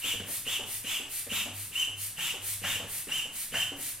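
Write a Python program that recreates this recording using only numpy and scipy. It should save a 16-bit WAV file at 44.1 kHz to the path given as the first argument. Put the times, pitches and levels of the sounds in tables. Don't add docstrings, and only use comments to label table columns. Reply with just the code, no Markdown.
import sys
import numpy as np
from scipy import signal
from scipy.fft import rfft, irfft, next_fast_len
from scipy.io import wavfile
from scipy.ndimage import map_coordinates

SR = 44100
rng = np.random.default_rng(int(sys.argv[2]) if len(sys.argv) > 2 else 0)


def master(y):
    cut = np.clip(np.atleast_2d(y).T, -1, 1)
    pcm = np.round(cut * 32767)
    wavfile.write(sys.argv[1], SR, pcm.astype(np.int16))


N = 176400

# start_s, length_s, top_pitch_hz, whistle_db, hiss_db
DOWNSTROKES = [(0.018, .131, 3441, -31.5, -35), (0.456, .13, 3530, -32.5, -35.5),
               (0.845, 0.15, 3482, -34.5, -35.5), (1.297, 0.14, 3810, -35.5, -33.5),
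               (1.724, .141, 3070, -30, -38.5), (2.17, .163, 3526, -34.5, -35),
               (2.627, .153, 3607, -34, -34.5), (3.083, .153, 3108, -34, -38.5),
               (3.521, 0.14, 3128, -32.5, -37)]
# start_s, length_s, level_db
INTAKES = [(-.10, 0.14, -33.5), (0.244, 0.19, -32.5), (0.643, .18, -34), (1.074, 0.18, -33),
           (1.517, .14, -38), (1.59, 0.13, -42), (1.954, 0.16, -33.5), (2.4, 0.19, -31.5),
           (2.859, 0.19, -33.5), (3.309, 0.18, -33.5), (3.751, 0.21, -33.5)]
# start_s, level_db
FLOPS = [(.042, -42), (.135, -41), (.198, -38), (.235, -47), (.464, -40.5), (.843, -43.5), (1.265, -44),
         (1.315, -40.5), (1.708, -53.5), (2.148, -62), (2.615, -46), (2.756, -45), (2.835, -39),
         (3.069, -40.5), (3.52, -42.5), (3.78, -48.5)]
# start_s, level_db
PLEAT_POPS = [(.278, -47.5), (.591, -41.5), (.994, -46.5), (1.455, -42.5), (1.873, -49.5), (2.337, -43.5),
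              (2.794, -42), (3.25, -48), (3.714, -44)]
# start_s, level_db
SOLE_SCUFFS = [(1.32, -48), (2.18, -46), (2.637, -36.5), (3.09, -45), (3.537, -36)]

# frequency_hz, gain_db
ROOM_TONE_EQ = [(20, 2), (60, -7.5), (110, -1), (170, -10), (400, -18), (1500, -17), (5000, -22.5),
                (16000, -53)]
# frequency_hz, gain_db
FLOP_EQ = [(40, -20), (100, 10), (160, -6.5), (215, 10), (320, -5.5), (440, 0.5), (600, -2.5), (900, -17),
           (2000, -8), (6000, -27)]
# frequency_hz, gain_db
SCUFF_EQ = [(30, -36), (150, 7), (380, -13), (600, 2), (850, 0), (1150, -6.5), (1750, 8), (2600, -4.5),
            (4000, -11), (9000, -14), (16000, -26)]
# frequency_hz, gain_db
POP_EQ = [(30, -45), (80, -28), (160, -8), (225, 2.5), (320, 3.5), (450, -3), (800, -2), (1300, -9),
          (4000, -39), (12000, -55)]
# frequency_hz, gain_db
HISS_EQ = [(30, -40), (100, -29), (220, -3.5), (450, -16), (1000, -5), (1800, -5.5), (3000, -16),
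           (4700, -5), (6200, -2), (7200, 1.5), (8600, -3), (10300, -2.5), (12500, -3.5), (14300, -2),
           (16000, -29.5)]
# frequency_hz, gain_db
BREATH_EQ = [(1000, -30), (1800, -14.5), (2450, -3), (2850, 3.5), (3350, -7), (3800, -8), (4500, -28)]
# frequency_hz, gain_db
INTAKE_EQ = [(200, -29), (1100, -15), (1900, -5), (3500, -3), (5500, -4), (7200, 0), (9500, 6.5),
             (11500, 2.5), (14000, 2), (16000, -9)]
# frequency_hz, gain_db
CHIRP_EQ = [(2200, -45), (2700, -3), (2900, -1), (3050, 3), (3500, -40)]
# centre_hz, width_hz, gain_db
VALVE_RESONANCES = [(6150, 140, -13), (7610, 590, 4), (9980, 970, -0.5), (14900, 310, -3)]

# frequency_hz, t60_s
ROOM_DECAY = [(100, 0.89), (500, 0.39), (1500, 0.73), (3000, 0.56), (7000, 0.56), (11000, 0.63),
              (15000, 0.22)]
# frequency_hz, correlation (clipped to -1..1 in use)
STEREO_IMAGE = [(40, 0.77), (120, 1), (600, .97), (1300, 0.98), (2900, 0.79), (5000, 0.67), (6200, 0.4),
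                (7400, -0.072), (8900, 1), (10400, 0.55), (12000, -0.56), (15000, -2.1)]


def amp(db):
    return 10 ** (np.asarray(db) / 20)


def unit(x):
    return x / np.sqrt(np.mean(x ** 2) + 1e-20)


def curve_at(points, hz):
    knots_hz, values = np.transpose(points)
    return np.interp(np.log(hz + 1), np.log(knots_hz + 1), values)


def clock():
    return np.arange(N) / SR


def wobble(per_s):
    return map_coordinates(rng.standard_normal(N // 8), [clock() * per_s], mode="wrap")


def filtered(x, response):
    size = next_fast_len(N + SR // 4)
    hz = np.fft.rfftfreq(size, 1 / SR)
    return irfft(rfft(x, size) * response(hz), size)[..., :x.shape[-1]]


def spread(pair):
    def mid_side_gains(hz):
        angle = np.arccos(np.clip(curve_at(STEREO_IMAGE, hz), -1, 1)) / 2
        return np.array([np.cos(angle), np.sin(angle)])
    mid, side = filtered(pair, mid_side_gains)
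    return np.array([mid + side, mid - side])


def noise(eq):
    return unit(filtered(rng.standard_normal(N), lambda hz: amp(curve_at(eq, hz))))


def stereo_noise(eq):
    return unit(spread(np.array([noise(eq), noise(eq)])))


def arch(start_s, length_s):
    return np.abs(np.sin(np.pi * np.clip((clock() - start_s) / length_s, 0, 1)))


def bursts(hits, attack_s, t60_s):
    ages = [(np.maximum(clock() - start_s, 0), db) for start_s, db in hits]
    return sum(2 * amp(db - 60 * age / t60_s) * (1 - np.exp(-age / attack_s)) for age, db in ages)


def room_tone():
    return amp(-56) * stereo_noise(ROOM_TONE_EQ)


def mains_hum(pitch_hz=99.2, level_db=-60, waver_db=7):
    level = amp(level_db + waver_db * wobble(5))
    return np.sqrt(2) * level * np.sin(2 * np.pi * pitch_hz * clock() + 0.13 * wobble(5.1))


def room(x, wet):
    hz, t, bands = signal.stft(rng.standard_normal((2, SR)), SR, nperseg=256)
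    decay = amp(-60 * t / curve_at(ROOM_DECAY, hz)[:, None])
    decay /= np.linalg.norm(decay, axis=1, keepdims=True)
    tail = spread(signal.istft(bands * decay, SR, nperseg=256)[1])
    tail /= np.linalg.norm(tail[0])
    reverb = signal.fftconvolve(np.atleast_2d(x)[:1], tail, axes=1)[:, :N]
    return np.sqrt(1 - wet) * x + np.sqrt(wet) * reverb


def footwork():
    flops = bursts(FLOPS, attack_s=0.0035, t60_s=0.11) * noise(FLOP_EQ)
    scuffs = bursts(SOLE_SCUFFS, attack_s=0.0023, t60_s=0.27) * noise(SCUFF_EQ)
    return flops + scuffs


def pleat_pops(start_hz=150, rise_hz_per_s=40400):
    pops = amp(-4.5) * bursts(PLEAT_POPS, attack_s=0.0032, t60_s=0.29) * noise(POP_EQ)
    for start_s, db in PLEAT_POPS:
        age = clock() - start_s
        note = np.sin(2 * np.pi * (start_hz + rise_hz_per_s * age / 2) * age)
        pops += amp(db) * arch(start_s, length_s=0.021) * note
    return pops


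def intake_hiss():
    swell = sum(amp(db) * arch(start_s, length_s) ** 1.26 for start_s, length_s, db in INTAKES)
    return swell * stereo_noise(INTAKE_EQ)


def outflow_hiss(leak_s=0.011):
    def resonances(hz):
        return sum(amp(db) / (1 + (2 * (hz - centre_hz) / width_hz) ** 2)
                   for centre_hz, width_hz, db in VALVE_RESONANCES)
    hiss, breath, shrill = np.zeros((3, N))
    for start_s, length_s, _, _, hiss_db in DOWNSTROKES:
        flow = arch(start_s - leak_s, length_s + 2 * leak_s)
        hiss += amp(hiss_db) * flow ** 1.19
        breath += amp(hiss_db - 0.15) * flow ** 0.69
        shrill += amp(-40) * flow ** 1.06
    valve_ring = unit(spread(filtered(rng.standard_normal((2, N)), resonances)))
    return hiss * stereo_noise(HISS_EQ) + breath * stereo_noise(BREATH_EQ) + shrill * valve_ring


def valve_chirps(level_db=-40):
    openings = sum(arch(start_s, length_s=0.017) for start_s, *_ in DOWNSTROKES)
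    return amp(level_db) * openings * noise(CHIRP_EQ)


def valve_whistle():
    rest_hz, onset_hz, onset_span_hz = 2168, 2640, 227
    break_hz, break_span_hz = 3072, 151
    clean_jitter, rough_jitter = 0.006, 0.034
    rough_db, flutter_db, octave_db = -8, 2, -20.5
    pitch_hz, level = np.full(N, float(rest_hz)), np.zeros(N)
    for start_s, length_s, top_hz, whistle_db, _ in DOWNSTROKES:
        pitch_hz += (top_hz - rest_hz) * arch(start_s, length_s)
        pressed = np.abs(clock() - start_s - length_s / 2) < length_s / 2
        level += amp(whistle_db) * pressed
    singing = np.clip((pitch_hz - onset_hz) / onset_span_hz, 0, 1)
    roughness = np.clip((pitch_hz - break_hz) / break_span_hz, 0, 1)
    jitter = (clean_jitter + rough_jitter * roughness) * wobble(900)
    phase = 2 * np.pi * np.cumsum(pitch_hz * (1 + jitter)) / SR
    swing = singing * amp(rough_db * roughness + flutter_db * wobble(150))
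    octave = amp(octave_db) * swing ** 3 * np.sin(2 * phase)
    return 2 * level * (swing * np.sin(phase) + octave)


def scene(left_lag_s=0.000022):
    valve = room(valve_whistle() + valve_chirps(), wet=0.5)
    air = room(outflow_hiss() + intake_hiss(), wet=0.55)
    bellows = room(footwork() + pleat_pops(), wet=0.44)
    delays_s = np.array([[left_lag_s / 2], [-left_lag_s / 2]])
    pump = filtered(valve + air + bellows, lambda hz: np.exp(-2j * np.pi * hz * delays_s))
    return pump + room_tone() + mains_hum()


def record(dry):
    return filtered(dry, lambda hz: hz < 15850)


dry = scene()
out = record(dry)
master(out)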